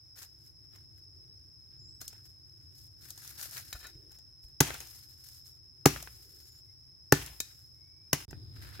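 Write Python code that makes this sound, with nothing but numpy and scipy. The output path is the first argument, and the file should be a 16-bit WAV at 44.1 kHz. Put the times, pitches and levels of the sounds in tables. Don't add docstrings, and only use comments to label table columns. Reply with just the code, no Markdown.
import sys
import numpy as np
from scipy import signal
from scipy.fft import rfft, irfft, next_fast_len
from scipy.io import wavfile
from scipy.ndimage import uniform_filter1d

SR = 44100
rng = np.random.default_rng(int(sys.argv[2]) if len(sys.argv) > 2 else 0)


def file_out(sig):
    cols = np.atleast_2d(sig).T
    lim = np.clip(cols, -1, 1)
    pcm = np.round(lim * 32767).astype(np.int16)
    wavfile.write(sys.argv[1], SR, pcm)


N = 388068
TIME = np.arange(N) / SR
CUTOFF_HZ = 16000
GAP_S = (8.252, 8.281)

# start in seconds, splinter level in dB, wood knock level in dB, pitch ratio of the stick,
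# delay until the soil is hit in seconds, thump gain in dB, contact time in seconds.
CHOPS = [(4.6034, -13, -21, 1.095, .0038, -12.5, 0.003), (5.856, -13, -19, 0.98, .0047, -9.5, 0.00093),
         (7.1217, -15, -14.5, 1.023, 0.0027, -10, 0.0013), (8.129, -19, -26, 1.19, 0.0024, -20.5, 0.0039)]
SPLIT_S = 0.0022
# frequency in Hz, relative level in dB per Hz.
FIBRE_COLOUR = [(300, -7.5), (1500, -2), (3300, -9.5), (4400, -6), (6000, -0.5), (7100, -4.5),
                (8700, -11.5), (10800, -6.5), (13000, -9), (16000, -13)]
# frequency in Hz, level in dB, t60 in seconds.
STICK_MODES = [(725, -5, 0.011), (827, 1, 0.024), (1485, 1.5, 0.018), (1700, 4, 0.017), (2340, -0.5, 0.012)]
# frequency in Hz, level in dB, t60 in seconds.
SOIL_MODES = [(62, -22.5, 0.75), (148.5, -2, 0.074), (172, -10.5, 0.064), (292, -4, 0.051),
              (396, 5.5, 0.024), (803, 1, 0.012)]
# flying debris level in dB, time spent pushing leaves aside in seconds,
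# leaf crackle level in dB.
BRUSH = [(-34.5, 0.41, -57), (-40.5, 0.58, -60), (-37.5, 0.47, -67.5), (-44, 0.11, -76.5)]
BRUSH_SETTLE_S, BRUSH_STEM_DB = 0.14, -14
# frequency in Hz, relative level in dB per Hz.
DEBRIS_COLOUR = [(150, -9), (320, 8.5), (550, -4.5), (850, 1.5), (1200, -1.5), (2400, 3), (3400, 0.5),
                 (6000, -6.5), (9000, -4.5), (16000, -11)]
# start in seconds, clatter level in dB.
LANDINGS = [(4.7035, -29), (4.749, -40), (5.9594, -31.5), (6.0725, -38.5)]

# start in seconds, ring level in dB, contact time in seconds,
# treble tilt in dB per octave.
BLADE_TOUCHES = [(3.7277, -37.5, 0.00027, 13), (3.744, -45.5, 0.015, -7), (3.796, -51, 0.023, 5),
                 (3.836, -40, 0.0234, 1), (7.4035, -31.5, 0.0011, 11.5)]
# frequency in Hz, level in dB, t60 in seconds.
BLADE_MODES = [(725, -19, 0.13), (1463, -0.5, 0.057), (1755, -1, 0.055), (3150, -8, 0.03), (2513, 0, 0.019),
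               (3850, -2, 0.067), (4030, -0.5, 0.022), (7200, -14.5, 0.049)]

# start in seconds, crack setting in dB, knock relative to it in dB.
TWIGS = [(0.187, -40, -12), (0.2277, -36, -13.5), (0.757, -47.5, -4.5), (2.0129, -29.5, -11.5),
         (2.0782, -27, -33), (2.1276, -47.5, -1), (3.1034, -29, -23.5), (3.1752, -35.5, -16),
         (3.275, -33, -32), (3.238, -40, -33), (3.411, -30, -16), (3.5771, -31, -34), (3.727, -27.5, -12),
         (3.597, -37, -16), (3.867, -36, -13), (4.1177, -46, -13), (4.1851, -45, -11), (4.74, -30.5, -3.5),
         (4.802, -30, -12), (4.8704, -40, -25), (5.467, -47, -27.5), (6.024, -30.5, -12),
         (7.261, -31.5, -38), (7.4015, -17.5, -29), (8.307, -39, -6)]
# frequency in Hz, relative level in dB per Hz.
TWIG_COLOUR = [(500, -26), (2500, -17), (4200, -2), (6500, 3.5), (9000, -5), (12000, -0.5), (16000, -6)]
TWIG_SIDE_DB = 2

# start in seconds, length in seconds,
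# leaf crackle level in dB, stem scraping against the leaves in dB.
HANDLING = [(0.143, 0.072, -49.5, -6.5), (0.368, 0.095, -64, -12.5), (0.694, 0.072, -70.5, 2.5),
            (0.95, 0.037, -70, -8.5), (1.698, 0.057, -89.5, 15), (1.996, 0.027, -54, -8),
            (2.059, 0.1, -73.5, 4.5), (2.221, 0.042, -63.5, -12), (2.185, 0.54, -76.5, -6.5),
            (2.707, 0.14, -59.5, -17.5), (3.546, 0.035, -48.5, -2.5), (3.815, 0.033, -57.5, 3.5),
            (4.08, 0.059, -64.5, -5.5), (4.413, 0.03, -62.5, -18), (5.106, 0.29, -57.5, -15),
            (5.42, 0.086, -60.5, -15.5), (7.407, 0.12, -73, 5.5), (8.494, 0.2, -62, 4.5),
            (8.692, .11, -64, 10)]
STROKE_ATTACK_SHARE, STROKE_RELEASE_S = 0.5, 0.035
# time in seconds, leaf crackle level in dB.
GATHERING = [(2.96, -78.5), (3.05, -52), (3.14, -62.5), (3.27, -51.5), (3.39, -51), (3.43, -43), (3.6, -55),
             (3.79, -54.5), (3.95, -73)]
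GATHERING_STEM_DB = -8.5
# leaf level in dB, stem level in dB.
STIR_DB = (-81.5, -85)
# frequency in Hz, relative level in dB per Hz.
LEAF_COLOUR = [(1500, -22), (3200, -9), (4500, 1.5), (6800, 1.5), (9000, -3.5), (11500, 3), (14000, 2.5),
               (16000, -7.5)]
# frequency in Hz, relative level in dB per Hz.
STEM_COLOUR = [(200, -15), (400, -6.5), (750, -6), (1050, -7), (1550, 3.5), (2300, -2), (3200, -5.5),
               (4100, -1.5), (6500, -13)]
# start in seconds, thud gain in dB, contact time in seconds,
# crunch of stems in dB.
BUMPS = [(3.743, -27.5, 0.013, -62), (3.951, -37, 0.0088, -81), (4.438, -28.5, 0.019, -71.5),
         (8.329, -42, 0.0017, -47), (8.795, -38.5, 0.0012, -37)]

# frequency in Hz, difference in dB.
SIDE_BALANCE = [(120, 1), (350, -3.5), (700, 7.5), (1300, 7), (2500, 2.5), (5000, -0.5), (9000, 3.5),
                (15000, 8.5)]
# frequency in Hz, level in dB.
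SCATTER_DB = [(60, -9), (140, -16.5), (350, -16), (900, -27), (2500, -9.5), (6000, -13.5), (14000, -17)]
# frequency in Hz, t60 in seconds.
SCATTER_T60 = [(60, 0.56), (300, 0.16), (1500, 0.38), (5000, 0.28), (14000, 1)]

CICADA_DB, PATH_CICADA_DB, PATH_CICADA_PITCH = -57.5, -57, 0.98
# frequency in Hz, relative level in dB per Hz.
SONG_COLOUR = [(3500, -60), (4650, -41.5), (4920, -22.5), (5060, -2), (5200, 0.5), (5340, -2.5),
               (5460, -10), (5560, -18), (5750, -25.5), (7000, -45.5), (9800, -45), (10500, -31),
               (11300, -36), (12500, -54)]
# centre pitch in Hz, tymbal pulses per second, centre level in dB.
SINGERS = [(5116, 62, -62.5), (5330, 123, -62.5)]
BUZZ_DB = -69.5
# frequency in Hz, relative level in dB per Hz.
BUZZ_COLOUR = [(1000, -12), (3100, -19), (3650, -6), (4150, -9), (4500, -24), (9000, -20)]
# start in seconds, length in seconds, start pitch in Hz, end pitch in Hz, peak level in dB.
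BIRDS = [(1.766, .17, 7160, 7250, -68), (1.848, 0.17, 7800, 7900, -72), (6.396, 0.23, 6940, 7200, -66),
         (6.672, 0.065, 2070, 2200, -77.5), (7.694, 0.48, 2105, 2432, -78)]

# middle in seconds, peak level in dB.
SWELLS = [(1.23, -72.5), (4.021, -66), (6.3, -69)]
# frequency in Hz, relative level in dB per Hz.
SWELL_COLOUR = [(180, -36.5), (330, -3), (400, -7), (520, -20), (900, -35)]
# frequency in Hz, relative level in dB per Hz.
AIR_COLOUR = [(250, -19), (400, -6), (930, -7), (1600, -12.5), (2200, -13), (3200, -26), (4400, -20),
              (6000, -49.5)]
# frequency in Hz, relative level in dB per Hz.
TREBLE_COLOUR = [(3000, -7.5), (4200, -3), (7000, -5), (11000, -7.5), (16000, -2.5)]
# frequency in Hz, relative level in dB per Hz.
RUMBLE_COLOUR = [(12, -61.5), (20, -22), (65, 0), (86, 4), (132, -1), (178, -15), (216, -19.5),
                 (287, -16.5), (343, -15), (512, -33.5), (700, -37), (910, -54), (1540, -120)]
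# time in seconds, gain in dB.
POND_RUMBLE_DB = [(0, -66), (.8, -61.5), (3.7, -60.5), (4.3, -63.5), (8.2, -64)]
PATH_RUMBLE_DB, PATH_EASING_DB_PER_S = -47.5, 11


def from_db(db):
    return 10 ** (np.asarray(db) / 20)


def rms_one(x):
    return x / np.sqrt(np.mean(x ** 2) + 1e-20)


def as_loud_as(x, db, length_s):
    energy = np.sum(x ** 2, axis=-1, keepdims=True) + 1e-20
    return from_db(db) * x * np.sqrt(length_s * SR / energy)


def at_hz(points, hz):
    table_hz, values = np.array(points).T
    return np.interp(np.log(hz), np.log(table_hz), values)


def pan(db):
    return from_db([[db / 2], [-db / 2]])


def add(out, s, sound):
    i = max(0, round(s * SR))
    out[:, i:i + sound.shape[-1]] += sound[..., :N - i]


def drift(rate_hz):
    step, warm_up = 40, 2000
    r = np.exp(-2 * np.pi * step * rate_hz / SR)
    noise = rng.standard_normal(N // step + warm_up + 2)
    slow = signal.lfilter([1], [1, -2 * r, r * r], noise)[warm_up:]
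    return np.interp(np.arange(N) / step, np.arange(len(slow)), rms_one(slow))


def coloured(x, spectrum, size=8192):
    hz = np.maximum(np.arange(size // 2 + 1) * SR / size, 1)
    cepstrum = irfft(at_hz(spectrum, hz) * np.log(10) / 20)
    response = irfft(np.exp(rfft(2 * cepstrum[:size // 2], size)))
    response = response / np.linalg.norm(response)
    return signal.oaconvolve(x, response[None], axes=1)[:, :x.shape[1]]


def ring(force, modes):
    out = 0
    for hz, db, t60 in modes:
        r, w = from_db(-60 / (t60 * SR)), 2 * np.pi * hz / SR
        mode = signal.lfilter([0, np.sin(w)], [1, -2 * r * np.cos(w), r * r], force + 1e-18)
        out = out + from_db(db) * mode
    return out


def cracks(per_s, spread_db, shared, size):
    excess = np.minimum(rng.exponential(1, (3, size)), 4)
    sizes = from_db(spread_db * excess) * rng.choice([-1, 1], (3, size))
    clicks = sizes * (rng.random((3, size)) < per_s / SR)
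    shared = np.clip(shared, 0, 1)
    return rms_one(np.sqrt(shared) * clicks[2] + np.sqrt(1 - shared) * clicks[:2])


def fracture(rise_s, after_db, after_s, shared, spread_db=8, size=4096):
    t = np.arange(size) / SR
    avalanche = (t / rise_s) ** 2 * np.exp(2 - 2 * t / rise_s)
    stragglers = from_db(after_db) * np.exp(-t / after_s) * (t > rise_s)
    return cracks(16000, spread_db, shared, size) * (avalanche + stragglers)


def grains(per_s, spread_db, shared, count=12):
    clicks, dealt = cracks(per_s, spread_db, shared, N), rng.integers(0, count, N)
    out = 0
    for k, hz in enumerate(np.geomspace(350, CUTOFF_HZ, count)):
        b, a = signal.iirpeak(hz, 2, fs=SR)
        out = out + signal.lfilter(b, a, clicks * (dealt == k) + 1e-18)
    return rms_one(out)


def clumps(per_s, fade_s, bed):
    releases = (rng.random(N) < per_s / SR) * rng.uniform(0.12, 1, N) ** 2
    bursts = signal.lfilter([1], [1, -np.exp(-1 / (fade_s * SR))], releases + 1e-18)
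    return rms_one(np.sqrt(abs(bed) + bursts))


def stroke(start_s, length_s, release_s):
    age = TIME - start_s
    rise = np.clip(age / (STROKE_ATTACK_SHARE * length_s), 0, 1) ** 2
    return rise * np.exp(-np.clip((age - length_s) / release_s, 0, 20))


def chops():
    out = np.zeros((2, N))
    for s, splinter_db, knock_db, pitch, delay_s, thump_db, contact_s in CHOPS:
        tearing = fracture(SPLIT_S, after_db=-6.5, after_s=0.012, shared=0.4)
        add(out, s, as_loud_as(coloured(tearing, FIBRE_COLOUR), splinter_db, 0.0071))
        jolt = fracture(SPLIT_S, after_db=-12.0, after_s=0.0071, shared=0.85)
        add(out, s, as_loud_as(stick(jolt, detune=0.0047, pitch=pitch), knock_db, 0.0061))
        add(out, s + delay_s, from_db(thump_db) * thud(contact_s))
    return signal.sosfilt(signal.butter(2, 110, "high", fs=SR, output="sos"), out + 1e-18)


def stick(force, detune, pitch=1):
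    shift = pitch * np.exp(detune * rng.standard_normal())
    return ring(force, [(hz * shift, db, t60) for hz, db, t60 in STICK_MODES])


def thud(contact_s, size=16384):
    push = np.sin(np.pi * np.minimum(np.arange(size) / SR / contact_s, 1)) ** 2
    return ring(push / push.sum(), SOIL_MODES)


def debris(t60=0.6):
    shaking = np.zeros(N)
    for (s, *_), (debris_db, *_) in zip(CHOPS, BRUSH):
        age = np.maximum(TIME - s, 0)
        shaking += from_db(debris_db - 60 * age / t60) * (1 - np.exp(-age / 0.013))
    patter = coloured(grains(3500, 2.4, 0.3), DEBRIS_COLOUR)
    return shaking * clumps(per_s=43, fade_s=0.01, bed=0.23) * patter


def landings():
    out = np.zeros((2, N))
    for s, db in LANDINGS:
        burst = fracture(0.0015, after_db=-7, after_s=0.0097, shared=0.4)
        low_pass = signal.butter(2, 2200, fs=SR, output="sos")
        dull = signal.sosfilt(low_pass, coloured(burst, STEM_COLOUR))
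        add(out, s, as_loud_as(dull, db, 0.0017))
    return out


def blade(size=8192):
    out, t = np.zeros((2, N)), np.arange(size) / SR
    lowest_hz = BLADE_MODES[0][0]
    for s, db, contact_s, tilt_db in BLADE_TOUCHES:
        grit = cracks(9000, 4.8, 0.9, size) * t / contact_s * np.exp(-(t / contact_s) ** 2)
        modes = [(hz, level + tilt_db * np.log2(hz / lowest_hz), t60) for hz, level, t60 in BLADE_MODES]
        add(out, s, as_loud_as(ring(grit, modes), db, 0.0042))
    return out


def twigs(thick_break_s=0.0026, by_knock=0.13):
    out = np.zeros((2, N))
    for s, db, knock_db in TWIGS:
        break_s = thick_break_s * from_db(by_knock * knock_db)
        burst = fracture(break_s, after_db=-6.5, after_s=7 * break_s, shared=0.17, spread_db=2.0)
        crack = as_loud_as(coloured(burst, TWIG_COLOUR), db - 3.5, 0.0015)
        knock = as_loud_as(stick(burst, detune=0.122), db + knock_db, 0.00092)
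        add(out, s, (crack + knock) * pan(TWIG_SIDE_DB))
    return out


def rustle():
    pull = from_db(np.interp(TIME, *np.transpose(GATHERING), left=-np.inf, right=-np.inf))
    moves = [(pull, GATHERING_STEM_DB)]
    for s, length_s, db, stem_db in HANDLING:
        moves.append((from_db(db) * stroke(s, length_s, STROKE_RELEASE_S), stem_db))
    for (s, *_), (_, length_s, db) in zip(CHOPS, BRUSH):
        moves.append((from_db(db) * stroke(s, length_s, BRUSH_SETTLE_S), BRUSH_STEM_DB))
    power = from_db(STIR_DB)[:, None] ** 2
    for effort, stem_db in moves:
        power = power + (effort * from_db([[0], [stem_db]])) ** 2
    leaf, stem = np.sqrt(power) * clumps(per_s=120, fade_s=0.008, bed=0.1)
    leaves = coloured(grains(8900, 2.2, 0.034), LEAF_COLOUR)
    stems = coloured(grains(1800, 2.4, 0.094), STEM_COLOUR)
    return leaf * leaves + stem * stems


def bumps(crunch_s=0.00082):
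    out = np.zeros((2, N))
    for s, thud_db, contact_s, crunch_db in BUMPS:
        crushing = fracture(crunch_s, after_db=-9.5, after_s=0.015, shared=0.39)
        add(out, s, as_loud_as(stick(crushing, detune=0.079), crunch_db, 0.0052))
        add(out, s, from_db(thud_db) * thud(contact_s))
    return out


def side_colour(x):
    size = next_fast_len(N + 4096)
    side_db = at_hz(SIDE_BALANCE, np.maximum(np.arange(size // 2 + 1) * SR / size, 1))
    return irfft(rfft(x, size) * from_db([side_db / 2, -side_db / 2]), size)[:, :N]


def scatter(x, size=40000):
    t, edges, response = np.arange(size) / SR, np.geomspace(35, 18000, 10), 0
    for low, high in zip(edges, edges[1:]):
        hz = np.sqrt(low * high)
        alike = 1 / (1 + (hz / 600) ** 2)
        common, separate = rng.standard_normal(size), rng.standard_normal((2, size))
        white = np.sqrt(alike) * common + np.sqrt(1 - alike) * separate
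        band = signal.sosfilt(signal.butter(2, [low, high], "band", fs=SR, output="sos"), white)
        tail = band * from_db(-60 * t / at_hz(SCATTER_T60, hz)) * (1 - np.exp(-t / 0.0015))
        response = response + as_loud_as(tail, at_hz(SCATTER_DB, hz), 2 * (high - low) / SR ** 2)
    return signal.oaconvolve(x, response, axes=1)[:, :N]


def cicadas(waver_db=-0.66):
    clicks = cracks(6000, 1.0, 0.052, N)
    path_song = [(hz * PATH_CICADA_PITCH, db) for hz, db in SONG_COLOUR]
    pond = from_db(CICADA_DB) * coloured(clicks, SONG_COLOUR)
    path = from_db(PATH_CICADA_DB) * coloured(clicks, path_song)
    return np.where(TIME < GAP_S[1], pond, path) * from_db(waver_db * drift(34)) * pan(0.99)


def singers(swell_db=3.0, wander=0.007):
    out = 0
    for hz, pulses_per_s, db in SINGERS:
        pulses = 1 + 0.56 * np.cos(2 * np.pi * pulses_per_s * TIME + 2 * drift(7))
        phase = 2 * np.pi * np.cumsum(hz * (1 + wander * drift(20))) / SR
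        side_phase = np.array([drift(10), drift(20)])
        out = out + from_db(db + swell_db * drift(1)) * pulses * np.sin(phase + side_phase)
    return out * (TIME < GAP_S[0])


def path_insects():
    buzz = coloured(cracks(4000, 1.0, 0.059, N), BUZZ_COLOUR)
    return from_db(BUZZ_DB) * buzz * (TIME > GAP_S[1])


def birds():
    out, waver = np.zeros((2, N)), drift(150)
    for s, length_s, start_hz, end_hz, db in BIRDS:
        along = np.clip((TIME - s) / length_s, 0, 1)
        hz = (start_hz + (end_hz - start_hz) * along) * (1 + 0.011 * waver)
        out += from_db(db) * np.sin(np.pi * along) * np.sin(2 * np.pi * np.cumsum(hz) / SR)
    return out


def far_rush(half_s=0.14):
    swell = sum(from_db(db) * np.exp(-((TIME - s) / half_s) ** 2) for s, db in SWELLS)
    return swell * coloured(rng.standard_normal((1, N)), SWELL_COLOUR)


def open_air():
    on_path_s = TIME - GAP_S[1]
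    pond_db = np.interp(TIME, *np.transpose(POND_RUMBLE_DB))
    path_db = PATH_RUMBLE_DB - PATH_EASING_DB_PER_S * on_path_s
    level_db = np.where(on_path_s < 0, pond_db, path_db) + 0.84 * drift(4.1)
    low = coloured(rng.standard_normal(N) + 0.81 * rng.standard_normal((2, N)), RUMBLE_COLOUR)
    hiss = from_db(-81.0) * coloured(rng.standard_normal((2, N)), AIR_COLOUR)
    treble = from_db(-76.5) * coloured(rng.standard_normal((2, N)), TREBLE_COLOUR)
    return low * from_db(level_db) + (hiss + treble) * pan(0.9)


def scene():
    struck = side_colour(chops()) + twigs() + landings() + bumps() + birds()
    steel = side_colour(blade())
    echo = scatter(struck + 1.2 * steel)
    tails = (echo + side_colour(debris())) * (TIME < GAP_S[0])
    work = struck + steel + tails + side_colour(rustle())
    background = cicadas() + singers() + path_insects() + open_air() + far_rush()
    outside_gap = (TIME < GAP_S[0]) | (TIME > GAP_S[1])
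    sounding = uniform_filter1d(1.0 * outside_gap, size=128)
    return (work + background) * np.maximum(sounding, from_db(-49))


def record(dry):
    thinned = signal.sosfilt(signal.butter(2, 36, "high", fs=SR, output="sos"), dry)
    rounded = 1.212 * np.tanh(thinned / 1.345)
    return signal.sosfilt(signal.ellip(10, 0.1, 80, CUTOFF_HZ, fs=SR, output="sos"), rounded)


dry = scene()
out = record(dry)
file_out(out)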